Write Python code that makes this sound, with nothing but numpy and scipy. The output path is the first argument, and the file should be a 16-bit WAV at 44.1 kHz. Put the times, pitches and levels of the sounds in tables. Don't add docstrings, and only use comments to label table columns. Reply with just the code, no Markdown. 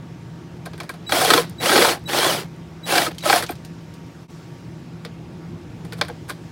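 import sys
import numpy as np
from scipy import signal
from scipy.fft import rfft, irfft, next_fast_len
from scipy.io import wavfile
from scipy.ndimage import uniform_filter1d, map_coordinates

SR = 44100
rng = np.random.default_rng(int(sys.argv[2]) if len(sys.argv) > 2 else 0)


def unload_wav(signal):
    wavfile.write(
        sys.argv[1],
        SR,
        np.round(np.clip(np.atleast_2d(signal).T, -1, 1) * 32767).astype(np.int16),
    )


def linear_from_db(decibels):
    return 10 ** (np.asarray(decibels, float) / 20)


N = 287091

# time in seconds, hum level in dB, change of the air leak in dB.
SHOP_LEVELS = [(0, -37.5, -0.5), (1.5, -36, 1.5), (2.8, -37.5, 0.5), (3.6, -37.5, 1.5), (4.4, -39, 1.5),
               (5.1, -37, -1), (5.8, -35, 1), (6.51, -38, 2.5)]
# frequency in Hz, level in dB.
MOTOR_TONES = [(163.5, -38), (930, -57.5), (1140, -62), (120, -47.5), (468, -60), (354, -56)]
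# frequency in Hz, level in dB per Hz.
HUM_COLOUR = [(15, -62), (25, -42), (70, -10), (138, -4), (153, -5), (176, -1), (195, -11), (264, -11),
              (299, -12), (349, -9.5), (379, -17.5), (448, -20.5), (494, -23.5), (700, -26), (910, -30),
              (1540, -120)]
HISS_COLOUR = [(350, -1.5), (500, 1.5), (950, -0.5), (1500, -3), (2500, -6.5), (4000, -12), (6000, -38)]
AIR_COLOUR = [(3500, -5.5), (5000, 0.5), (7000, -4.5), (9000, -10.5), (16000, -18)]
# time in seconds, gain as a plain factor.
SCENE_CHANGE = [
    (4.235, 0.91),
    (4.277, 0.0092),
    (4.305, 0.92),
]

# frequency in Hz, level in dB, time to fall 60 dB in seconds.
FRAME_MODES = [(290, -4, .1), (350, 0, .1), (468, 0, .09), (590, -1, .07), (710, 0, .07), (810, -1, .07),
               (1050, -2, .06), (1285, -2, .06), (1470, -5, .05), (1600, -3, .06), (1910, -6, .045),
               (2325, -7, .04), (3300, -8, .035), (3570, -10, .035), (4290, -10, .04)]
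# frequency in Hz, sharpness, depth from 0 to 1.
HOLLOW = (2800, 4.5, .55)
# frequency in Hz, level in dB per Hz.
BITE_COLOUR = [(700, -10), (1400, 4.5), (2300, 1), (3400, 3), (4600, 3.5), (6500, -9.5), (10000, -47)]
TAP_COLOUR = [(800, -4.5), (1400, 2), (2200, 0), (3400, -2.5), (4800, -4), (6500, -19.5), (11000, -34)]
CLICK_COLOUR = [(1200, -32), (2000, -8), (2400, 3), (3300, 0), (4500, 3), (6500, -1), (11000, -24)]
FIZZ_COLOUR = [(4000, -32), (6000, 0.5), (9000, 9), (12000, 4), (16000, -2.5)]

# frequency in Hz, level in dB, time to fall 60 dB in seconds.
SPRING_TONES = [(8100, -48, 0.07), (11500, -29, .02), (13800, -36, 0.08)]
# time in seconds, peak in dB, time to fall 60 dB in seconds.
CHIP_DROPS = [
    (1.496, -30, .012),
    (1.509, -43, .01),
    (1.9936, -45, .012),
    (2.0391, -45, .012),
    (2.0601, -45, .01),
    (2.484, -50, .012),
    (2.563, -48, .01),
]
# time in seconds, peak in dB, brightness in dB.
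HAND_CLICKS = [(0.5693, -48, -6), (3.1293, -37, -11), (3.1474, -38, 0), (3.1832, -20, -3.5),
               (3.207, -27, -10), (3.4642, -20, -12), (3.5543, -32.5, -9), (3.649, -29, -1.5),
               (3.939, -36, -2), (3.9544, -44, -12), (4.0638, -45, -3), (0.8037, -25, -12)]
# time in seconds, peak in dB, frame ring in dB, brightness in dB,
# centre of the ring in Hz.
TAPS = [(.6654, -34, 9, -9, 660), (.7339, -27.5, -1, -15, 479), (.779, -31, -8, -5, 1688),
        (.8018, -17, -7.5, -11, 697), (.833, -27.5, -2, -7, 686), (.8928, -20.5, 0, -3.5, 1550),
        (.939, -31, -1, -7, 755), (3.4243, -12, -4, -6.5, 1940), (3.4268, -15, -6, -9, 1300),
        (3.4348, -15, -15, -6, 1624), (3.4375, -17, -15, -6, 1300), (3.4916, -21, -3, -7, 700),
        (3.4965, -26, 5, -6, 416), (3.506, -27.5, 0, -1, 700), (5.0497, -18, -11, -15.5, 466),
        (5.8488, -32.5, 0.5, -4, 487), (5.9234, -19.5, -11.5, -11, 1463), (5.9314, -23.5, -20, -5, 464),
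        (6.0132, -2, -11, -19, 786), (6.0344, -23.5, -2, -14, 474), (6.0494, -24, -12, -11, 456.5),
        (6.0994, -35, 12.5, -18, 476.4), (6.2963, -21, -3, 0, 1400), (6.3044, -19.5, -7, -19, 1638)]
# start in seconds, end in seconds, peak in dB, centre of the ring in Hz.
SKIDS = [
    (0.655, 0.659, -28, 1500),
    (3.481, 3.486, -27, 680),
    (3.514, 3.519, -27.5, 2400),
    (5.969, 5.989, -33, 480),
    (6.079, 6.088, -27, 900.6),
    (6.281, 6.302, -25, 1409),
]
# time in seconds, peak in dB.
SLAMS = [
    (6.0132, -3),
    (3.2979, -3),
]

# time in seconds, peak in dB, frame ring in
# dB, brightness in dB, centre of the ring in Hz.
EDGE_BITES = [(1.0934, -6.5, -13, -11, 1600), (1.1209, -1, -2.5, -2.5, 760), (1.1644, -25, 3, -9, 694),
              (1.2144, -10, 3.5, 5, 700), (1.2474, -10.5, 2, 6.5, 750), (1.2794, -19, -25, -20, 458.5),
              (1.3034, 11, -11.5, -8, 1230), (1.3359, 11.5, -12.5, -8.5, 425), (1.3773, 1, -3, -29, 454),
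              (1.6581, -0.5, -6, -4.5, 560), (1.6944, -5.5, 0.5, -12, 310), (1.717, 0, -6, -14, 1570),
              (1.7564, -5, 3, -15, 471), (1.7779, 3, -2.5, -20, 403.6), (1.8213, 8, -16, -19, 480),
              (1.8472, 3, -4.5, -6, 1220), (1.8874, -12.5, 4, -15, 480), (1.9194, -19, 8.5, -10.5, 483),
              (2.1858, 5.5, -28, -8, 611), (2.2436, 2.5, -21, -17, 668), (2.2639, -6.5, -8, -1, 358),
              (2.9214, -5, -3.5, -2, 547), (2.9542, 2, -10, -12, 716), (2.9796, 7, -17.5, -11, 716),
              (3.0172, -1.5, -21, -5, 813), (3.0646, -18.5, 9.5, -25, 322), (3.2563, -15, 2, 7.5, 600),
              (3.2979, 3, -5, -16, 760), (3.3276, -0.5, 0, -8, 730), (3.3594, -13, 2.5, 8, 690)]
# time in seconds, frequency in Hz, peak in dB, length in seconds.
MODE_SHUDDERS = [(1.125, 800, -9.5, 0.0075), (1.135, 320, -16, 0.009), (1.172, 690, -14.5, 0.012),
                 (1.22, 605, -14, 0.016), (1.231, 746, -12.5, 0.016), (1.253, 770, -13, 0.012),
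                 (1.283, 463, -15, 0.011), (1.307, 1260, -15, 0.016), (1.319, 350, -6, 0.0062),
                 (1.338, 910, -12.5, 0.012), (1.344, 1280, -17, 0.014), (1.345, 457, -14, 0.012),
                 (1.353, 327, -11, 0.0087), (1.384, 1040, -17, 0.027), (1.388, 490, -14, 0.028),
                 (1.664, 543, -15.5, 0.011), (1.695, 1300, -17, 0.011), (1.702, 306, -14, 0.0078),
                 (1.728, 1603, -14.5, 0.017), (1.73, 797, -14.5, 0.014), (1.736, 384, -13.5, 0.023),
                 (1.769, 360.1, -20, 0.032), (1.781, 820, -17, 0.012), (1.79, 430, -8, 0.008),
                 (1.811, 577, -15, 0.017), (1.828, 483, -16, .028), (1.85, 910, -14, 0.018),
                 (1.852, 1270, -17, 0.012), (1.867, 484, -17, 0.015), (1.897, 488, -19, 0.028),
                 (2.184, 395, -22, 0.0088), (2.195, 600, -19, 0.015), (2.252, 690, -18, 0.011),
              (2.254, 1055, -16, 0.017), (2.267, 366, -13, 0.0081), (2.294, 620, -21, 0.014),
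              (2.387, 380, -22, 0.0088), (2.926, 780, -21, 0.016), (2.93, 546, -18, 0.015),
              (2.939, 760, -18, 0.0074), (2.958, 756, -19, 0.013), (2.962, 323, -20.5, 0.017),
              (2.967, 644, -28, 0.0086), (2.988, 716, -19, 0.014), (2.991, 330, -22, .012),
              (3.071, 1294, -19, 0.015), (3.08, 332, -19.5, 0.017), (3.263, 1297, -19, 0.02),
              (3.264, 620, -12, 0.012), (3.281, 345, -19, 0.013), (3.307, 770, -19, .009),
              (3.337, 740, -12, 0.01), (3.363, 710, -11.5, 0.014), (3.36, 350, -26, 0.013),
                 (.659, 2350, -36, .006), (.674, 1610, -36.5, 0.012), (0.671, 676, -35, 0.024),
               (.785, 1590, -42, 0.017), (.806, 2320, -32, 0.0095), (.81, 1080, -30, 0.0092),
               (0.814, 684, -31, 0.013), (.897, 2320, -30, 0.0086), (.9, 1635, -31, 0.017),
               (.901, 1060, -27, 0.008), (3.499, 740, -19.5, 0.005), (3.504, 330, -20.5, 0.006),
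               (6.015, 3340, -15, 0.0038), (6.016, 1570, -18.5, 0.0076), (6.018, 850, -17.5, 0.0039),
               (6.087, 1520, -28.5, 0.0048), (6.1, 846, -24, 0.0037), (6.106, 480, -30, 0.016),
               (5.052, 1480, -31, 0.00389), (5.06, 470, -33, 0.014), (5.927, 1470, -35, 0.0057),
               (5.936, 470, -34, .01), (6.301, 1460, -30, 0.011), (6.302, 1140, -27, 0.0069),
               (0.742, 400, -33, 0.0052), (1.095, 1600, -32, 0.0064), (1.098, 800, -31, .008),
                 (1.123, 3270, -15.5, .007), (1.125, 1260, -21, 0.0087), (1.213, 1250, -19, 0.012),
              (1.25, 1550, -25, .007), (1.304, 1528, -22, .007), (1.306, 1910, -15, 0.01),
              (1.306, 3220, -21, 0.0098), (1.34, 3550, -14, 0.0092), (1.341, 1510, -17, .009),
              (1.38, 1490, -21, 0.011), (1.788, 1490, -18, .01), (1.783, 1940, -16, .007),
              (1.824, 1550, -14, 0.0091), (1.851, 3400, -19, .008), (2.982, 2320, -15, 0.0078),
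              (2.983, 1650, -17, 0.013), (2.984, 4300, -23, .008), (3.021, 1910, -20, .008),
              (3.305, 1310, -20, 0.011), (3.33, 1550, -12, 0.0087), (3.331, 2330, -18, .008),
              (3.33, 4290, -20, .008), (6.015, 4270, -18, .005), (6.015, 5000, -23, .005),
              (6.019, 2350, -26, 0.0066), (3.185, 3230, -31, .006), (3.493, 2400, -29, .007)]

# start in seconds, end in seconds, level in dB.
TRIGGER_WHINES = [
    (1.063, 1.113, -28),
    (1.582, 1.614, -28),
    (2.055, 2.084, -27.5),
    (2.831, 2.863, -31),
    (3.219, 3.233, -26),
]
# frequency in Hz, level in dB.
WHINE_TONES = [(3903, -30.5), (7811, -48.5), (11806, -54), (15687, -68)]

# time in seconds, rate at which gear teeth meet in Hz.
PULL_SPEEDS = [
    [(1.091, 400), (1.13, 2500), (1.16, 3100), (1.19, 3400), (1.23, 3500), (1.28, 3200), (1.36, 3000),
     (1.44, 1000), (1.48, 180)],
    [(1.6, 500), (1.63, 1950), (1.66, 2800), (1.69, 3300), (1.73, 3600), (1.8, 3400), (1.89, 3250),
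     (1.945, 1500), (1.995, 180)],
    [(2.075, 500), (2.097, 1570), (2.122, 1800), (2.15, 2650), (2.2, 3050), (2.262, 3480), (2.285, 3350),
     (2.317, 2800), (2.36, 1800), (2.468, 450)],
    [(2.855, 550), (2.886, 1700), (2.908, 2700), (2.936, 2680), (2.978, 3300), (3.02, 2720), (3.075, 1900),
     (3.1, 550), (3.125, 180)],
    [(3.225, 500), (3.275, 2600), (3.31, 3400), (3.36, 3300), (3.42, 1500), (3.46, 250)],
]
# time in seconds, push in dB,
# share of the upper frame modes from 0 to 1.
PULL_PUSHES = [
    [(1.09, -6, 0.1), (1.15, -1.5, 0.04), (1.21, -6.5, 1), (1.27, -3, 0.86), (1.31, 1, 0.05),
     (1.39, 2, 0.03), (1.47, -7.5, 0.8)],
    [(1.6, -1, 0.3), (1.67, -2, 0.3), (1.8, 6, 0.2), (1.9, 1.5, 0.33), (1.99, -2.5, 1)],
    [(2.08, -0.5, 0.6), (2.185, 0.5, 0.3), (2.24, -6, 0.35), (2.32, 0.5, 0.86), (2.46, -4, 0.2)],
    [(2.86, 0, 0.9), (2.93, -1, 0.5), (2.98, -0.5, 0.7), (3.06, -4, 0.95), (3.12, 6, 0.6)],
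    [(3.23, 0.5, 0.5), (3.27, 0.5, 1), (3.32, -5.5, 0.97), (3.39, 0, 0.7), (3.45, -9.5, 0.1)],
]
PULL_MESH_DB = [-15, -12, -15, -19, -15]
# start in seconds, end in seconds, lift in dB.
SINGING_TEETH = [(1.14, 1.19, 5), (1.265, 1.295, 7), (1.62, 1.7, 6.5), (1.875, 1.905, 5), (2.09, 2.125, 12),
                 (2.13, 2.165, 7), (2.178, 2.198, 3), (2.2, 2.235, 10), (2.235, 2.268, 7.5),
                 (2.268, 2.318, 11), (2.352, 2.404, 8), (2.872, 2.892, 11), (2.905, 2.95, 13),
                 (2.962, 2.98, 9), (2.995, 3.02, 9), (3.265, 3.37, 3)]
# frequency in Hz, width in Hz.
HOUSING = (3100, 900)
# frequency in Hz, width in Hz, level in dB.
HOUSING_OVERTONE = (5700, 600, -11)
# frequency in Hz, width in Hz, level in dB.
SHELL_MODES = [(2320, 45, -0.5), (3306, 90, -2), (4290, 79, -0.5), (4770, 100, -1), (5290, 110, -5.5),
               (8000, 160, -5.5), (10180, 200, -7)]
# frequency in Hz, level in dB per Hz.
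WHIRR_COLOUR = [(900, 1), (1500, 0.5), (2500, -6), (3300, -2.5), (4500, -3.5), (6500, -9.5), (8000, -10),
                (10000, -8), (13000, -14.5), (16000, -13.5)]
SCRAPE_COLOUR = [(200, -8), (300, 0.5), (600, -2), (1100, -8), (1600, -6.5), (2300, -7.5), (4000, -17),
                 (8000, -27.5)]

STRIKE_HZ, STRIKE_S = 4000, 0.0002
TEETH = 9


def unit(x):
    return x / np.sqrt(np.mean(x ** 2) + 1e-20)


def along(points, hz):
    f, v = np.transpose(points)
    return np.interp(np.log(hz + 1), np.log(f + 1), v)


def curves(rows, n=N, start=0):
    s, *cols = np.transpose(rows)
    times = (start + np.arange(n)) / SR
    return [np.interp(times, s, c) for c in cols]


def coloured(x, points):
    m = next_fast_len(len(x) + 4096)
    hz = np.fft.rfftfreq(m, 1 / SR)
    f = np.transpose(points)[0]
    inside = (hz > f[0] / 2) & (hz < f[-1] * 2)
    shaped = irfft(rfft(x, m) * linear_from_db(along(points, hz)) * inside, m)
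    return unit(shaped[:len(x)])


def patchy(n, patchy_db, size=(5, 8)):
    z = signal.stft(rng.standard_normal(n + 512), nperseg=512)[2]
    field = uniform_filter1d(rng.standard_normal(z.shape), size[0], 0)
    field = uniform_filter1d(field, size[1], 1)
    return signal.istft(z * linear_from_db(patchy_db * unit(field)), nperseg=512)[1][:n]


def wobble(n, rate):
    knots = rng.standard_normal(int(n * rate / SR) + 4)
    return map_coordinates(knots, [np.arange(n) * rate / SR])


def shop():
    hum_db, leak_db = curves(SHOP_LEVELS)
    swing_db = 0.125 * (hum_db - hum_db.mean())
    t = np.arange(N) / SR
    since = t - SCENE_CHANGE[1][0]
    lift_db = 3 * (since > 0) * np.exp(-np.abs(since) / 0.24)
    hum = linear_from_db(hum_db) * coloured(patchy(N, patchy_db=1, size=(2, 10)), HUM_COLOUR)
    tones = np.zeros(N)
    for hz, db in MOTOR_TONES:
        phase = 2 * np.pi * hz * t + 0.6 * wobble(N, 12) * (1 + hz / 400)
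        tones += linear_from_db(db + 2.5 * wobble(N, 6)) * np.sin(phase)
    hiss = linear_from_db(-49.5 + swing_db) * coloured(patchy(N, patchy_db=1.5), HISS_COLOUR)
    air = linear_from_db(-58.5 + leak_db + lift_db) * coloured(patchy(N, patchy_db=-1.5), AIR_COLOUR)
    return hum + tones + hiss + air


def spring_ping():
    t = np.clip(np.arange(N) / SR - 3.508, 0, None)
    out = np.zeros(N)
    for hz, db, t60 in SPRING_TONES:
        out += linear_from_db(db - 60 * t / t60 + 3 * wobble(N, 150)) * np.sin(2 * np.pi * hz * t)
    return out


def chips_fall():
    out, t = np.zeros(N), np.arange(SR // 20) / SR
    for s, db, t60 in CHIP_DROPS:
        shape = linear_from_db(db - 60 * t / max(t60, 0.003)) * (1 - np.exp(-t / 0.0004))
        out[round(s * SR):][:len(t)] += shape * coloured(rng.standard_normal(len(t)), FIZZ_COLOUR)
    return out


def frame_ring(t, spread_db, centre_hz, reach, travel):
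    hz, db, t60 = np.transpose(FRAME_MODES)[:, :, None]
    db = db - (np.log2(hz / centre_hz) / reach) ** 2 + spread_db * rng.standard_normal(hz.shape)
    swell = 1 - np.exp(-(t * hz / travel) ** 3)
    tones = np.sin(2 * np.pi * (hz * t + rng.random(hz.shape)))
    return np.sum(linear_from_db(db - 60 * t / t60) * swell * tones, 0)


def steel_push(t):
    return np.exp(-t / STRIKE_S) * np.sin(2 * np.pi * STRIKE_HZ * t)


def contacts(table, colour, crack_db, clang_db, ring_db, thud_db, reach, rise, snap, damp_db, strike_db):
    out, t = np.zeros(N + SR), np.arange(SR // 5) / SR
    strike = steel_push(t)
    for s, db, low_db, bright_db, t60, centre_hz in table:
        fall = linear_from_db(-60 * t / max(t60, 0.005))
        quick = snap * linear_from_db(-60 * t / 0.0032)
        tail = 0.03 * linear_from_db(-60 * t / 0.62)
        shape = (1 - np.exp(-t / rise)) * (fall + quick + tail)
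        crack = coloured(rng.standard_normal(len(t)), colour) * shape
        fizz = coloured(rng.standard_normal(len(t)), FIZZ_COLOUR) * shape
        fizz = fizz * (0.7 + linear_from_db(-60 * t / 0.031))
        clang = frame_ring(t, spread_db=2.0, centre_hz=2730, reach=0.64, travel=0.93)
        ring = frame_ring(t, spread_db=1.5, centre_hz=centre_hz, reach=reach, travel=4.5)
        thud = frame_ring(t, spread_db=2.0, centre_hz=350, reach=0.51, travel=3.2)
        hit = linear_from_db(crack_db) * (crack + linear_from_db(bright_db - 2.5) * fizz + linear_from_db(strike_db) * strike)
        body = linear_from_db(clang_db) * clang + linear_from_db(ring_db) * ring + linear_from_db(thud_db) * thud
        body = body * linear_from_db(-damp_db * t)
        out[round(s * SR):][:len(t)] += linear_from_db(db) * (hit + linear_from_db(low_db) * body)
    return out[:N]


def blows(table, t60):
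    return [(s, db, ring_db, bright_db, t60 * linear_from_db(0.25 * ring_db), hz)
            for s, db, ring_db, bright_db, hz in table]


def snappy(rows):
    return [(s, db, ring_db, bright_db, t60 * linear_from_db(-0.2 * max(db + 26.5, 0)), hz)
            for s, db, ring_db, bright_db, t60, hz in rows]


def hollowed(x, depth):
    sharp = signal.iirpeak(*HOLLOW[:2], fs=SR)
    return x - depth * signal.lfilter(*sharp, x)


def hand():
    rows = [(s, db, -27, bright_db, 0.097, 500) for s, db, bright_db in HAND_CLICKS]
    return contacts(snappy(rows), CLICK_COLOUR, crack_db=-13.5, clang_db=-7, ring_db=-12.0, thud_db=-9.5,
                    reach=0.45, rise=0.00021, snap=0.8, damp_db=-8, strike_db=16)


def skid_touches():
    rows = []
    for t0, t1, db, hz in SKIDS:
        for s in np.linspace(t0, t1, 1 + round((t1 - t0) / 0.0045)):
            peak_db = db - 9 * (t1 - s) / (t1 - t0)
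            peak_db += 3.5 * rng.standard_normal()
            rows.append((s, peak_db, -3.5, -5, 0.065, hz))
    return rows


def taps():
    rows = snappy(blows(TAPS, t60=0.13)) + skid_touches()
    hits = contacts(rows, TAP_COLOUR, crack_db=-12.0, clang_db=-10.0, ring_db=-2.0, thud_db=-5.5,
                    reach=0.32, rise=0.0001, snap=0.8, damp_db=300, strike_db=10)
    return hollowed(hits, HOLLOW[2])


def slams():
    out = np.zeros(N)
    for s, db in SLAMS:
        t = np.clip(np.arange(N) / SR - s, 0, None)
        out += linear_from_db(db) * steel_push(t)
    return out


def shudders(table):
    out = np.zeros(N)
    t = np.arange(-SR // 20, SR // 20) / SR
    for s, hz, db, length in table:
        u = t / np.where(t < 0, 0.4, 0.65) / max(length, 0.004)
        sag = 1 - 0.05 * t / length / 2
        tone = np.sin(2 * np.pi * (hz * t * sag + rng.random()))
        out[round(s * SR) - SR // 20:][:len(t)] += linear_from_db(db - 8.5 * u ** 2) * tone
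    return out


def bites():
    hits = contacts(blows(EDGE_BITES, t60=0.057), BITE_COLOUR, crack_db=-15.5, clang_db=-7.5,
                    ring_db=-3.5, thud_db=-10.0, reach=0.16, rise=0.00085, snap=0.97, damp_db=346, strike_db=-4)
    return hollowed(hits, 0.35)


def trigger():
    out = np.zeros(N)
    for t0, t1, db in TRIGGER_WHINES:
        t = np.arange(round((t1 - t0) * SR)) / SR
        swell = (1 - np.exp(-t / 0.0072)) * np.clip((t[-1] - t) / 0.0046, 0, 1)
        tone = np.zeros(len(t))
        for hz, level in WHINE_TONES:
            level_db = level - WHINE_TONES[0][1] + hz / 2500 * wobble(len(t), 86)
            tone += linear_from_db(level_db) * np.sin(2 * np.pi * hz * t)
        out[round(t0 * SR):][:len(t)] += linear_from_db(db - 1.5) * swell * tone
    return out


def rattle(n):
    knocks = rng.standard_normal(n) * linear_from_db(2.5 * wobble(n, 119.6))
    total = np.zeros(n)
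    for hz, width, db in SHELL_MODES:
        mode = unit(signal.lfilter(*signal.iirpeak(hz, hz / width, fs=SR), knocks))
        total += linear_from_db(db + 3.8 * wobble(n, 25.6)) * mode
    return unit(total)


def singing(a, b):
    t = np.arange(a, b) / SR
    lift_db = np.zeros(b - a)
    for t0, t1, db in SINGING_TEETH:
        lift_db += db * (t > t0) * (t < t1)
    return uniform_filter1d(lift_db, size=250)


def shell_gain(hz):
    main = 1 / np.hypot(1, (hz - HOUSING[0]) / HOUSING[1]) ** 2
    over_hz, over_width, over_db = HOUSING_OVERTONE
    return main + linear_from_db(over_db) / np.hypot(1, (hz - over_hz) / over_width) ** 2


def gear_whirr(n, turn):
    grains = linear_from_db(np.minimum(5 * rng.exponential(size=n), 14) * (rng.random(n) < 0.025))
    rubbing = patchy(n, patchy_db=2, size=(6, 2)) * (1 + 0.3 * np.cos(turn)) * grains
    whirr = coloured(rubbing, WHIRR_COLOUR) + linear_from_db(-9.5) * rattle(n)
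    coast = np.clip(np.arange(n)[::-1] / (0.07 * SR), 0, 1)
    return whirr * coast


def gear_mesh(n, mesh_hz, turn):
    return sum(shell_gain(k * mesh_hz) * np.sin(k * TEETH * turn) * linear_from_db(1.5 * wobble(n, 90)) for k in (1, 2))


def frame_chatter(n, upper):
    rub = rng.standard_normal((3, n)) * linear_from_db(3.6 * wobble(n, 150))
    t = np.arange(SR // 8) / SR
    low_ring = frame_ring(t, spread_db=1, centre_hz=400, reach=0.22, travel=0.3)
    high_ring = frame_ring(t, spread_db=1, centre_hz=720, reach=0.17, travel=0.3)
    low = unit(signal.fftconvolve(rub[0], low_ring)[:n])
    high = unit(signal.fftconvolve(rub[1], high_ring)[:n])
    ringing = np.sqrt(1 - upper) * low + np.sqrt(upper) * high
    return 0.68 * ringing + 0.8 * coloured(rub[2], SCRAPE_COLOUR)


def burst(n, mesh_hz, mesh_db, whirr_db, chatter_db, upper):
    turn = 2 * np.pi * np.cumsum(mesh_hz * (1 + 0.005 * wobble(n, 150))) / SR / TEETH
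    whirr = gear_whirr(n, turn)
    mesh = gear_mesh(n, mesh_hz, turn)
    shaft = linear_from_db(-18) * (np.sin(turn) + np.sin(2 * turn)) * linear_from_db(4 * wobble(n, 40))
    chatter = frame_chatter(n, np.clip(upper, 0, 1))
    edge = np.clip(np.minimum(np.arange(n), np.arange(n)[::-1]) / (0.0024 * SR), 0, 1)
    mix = whirr + linear_from_db(mesh_db) * mesh + linear_from_db(chatter_db - 4.5) * (chatter + shaft)
    return edge * linear_from_db(whirr_db + 5.5) * mix


def drill():
    out = np.zeros(N)
    for speed, push, pull_mesh_db in zip(PULL_SPEEDS, PULL_PUSHES, PULL_MESH_DB):
        a, b = round(speed[0][0] * SR), round(speed[-1][0] * SR)
        mesh_hz, = curves(speed, b - a, a)
        mesh_hz = uniform_filter1d(mesh_hz, size=500)
        push_db, upper = curves(push, b - a, a)
        speed_db = 20 * np.log10(mesh_hz / 3400)
        speeding_up = np.clip(np.gradient(mesh_hz) * SR / 20000, 0, 1)
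        swept = uniform_filter1d(speeding_up, size=800)
        whirr_db = -23.5 + 1.42 * speed_db + 0.28 * push_db
        chatter_db = -22 + 1.04 * speed_db + push_db - whirr_db
        mesh_db = pull_mesh_db + singing(a, b) + 2 * swept - 0.2 * push_db
        mesh_db = mesh_db + wobble(b - a, 40.0)
        out[a:b] += burst(b - a, mesh_hz, mesh_db, whirr_db, chatter_db, upper)
    return out


def scene():
    no_bass = signal.butter(2, 170, "high", fs=SR, output="sos")
    tool = signal.sosfilt(no_bass, drill() + bites() + taps() + hand())
    small = trigger() + spring_ping() + chips_fall() + slams()
    mono = tool + small + shop() + shudders(MODE_SHUDDERS)
    return np.array([mono, mono])


def top_cut(x):
    return signal.sosfilt(signal.butter(12, 16680, fs=SR, output="sos"), x)


def record(dry):
    x = dry * curves(SCENE_CHANGE)[0]
    x = 0.96 * x / (1 + np.abs(x) ** 16) ** (1 / 16)
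    x = signal.sosfiltfilt(signal.ellip(10, 0.1, 28, 15850, fs=SR, output="sos"), x)
    return top_cut(x)


dry = scene()
out = record(dry)
unload_wav(out)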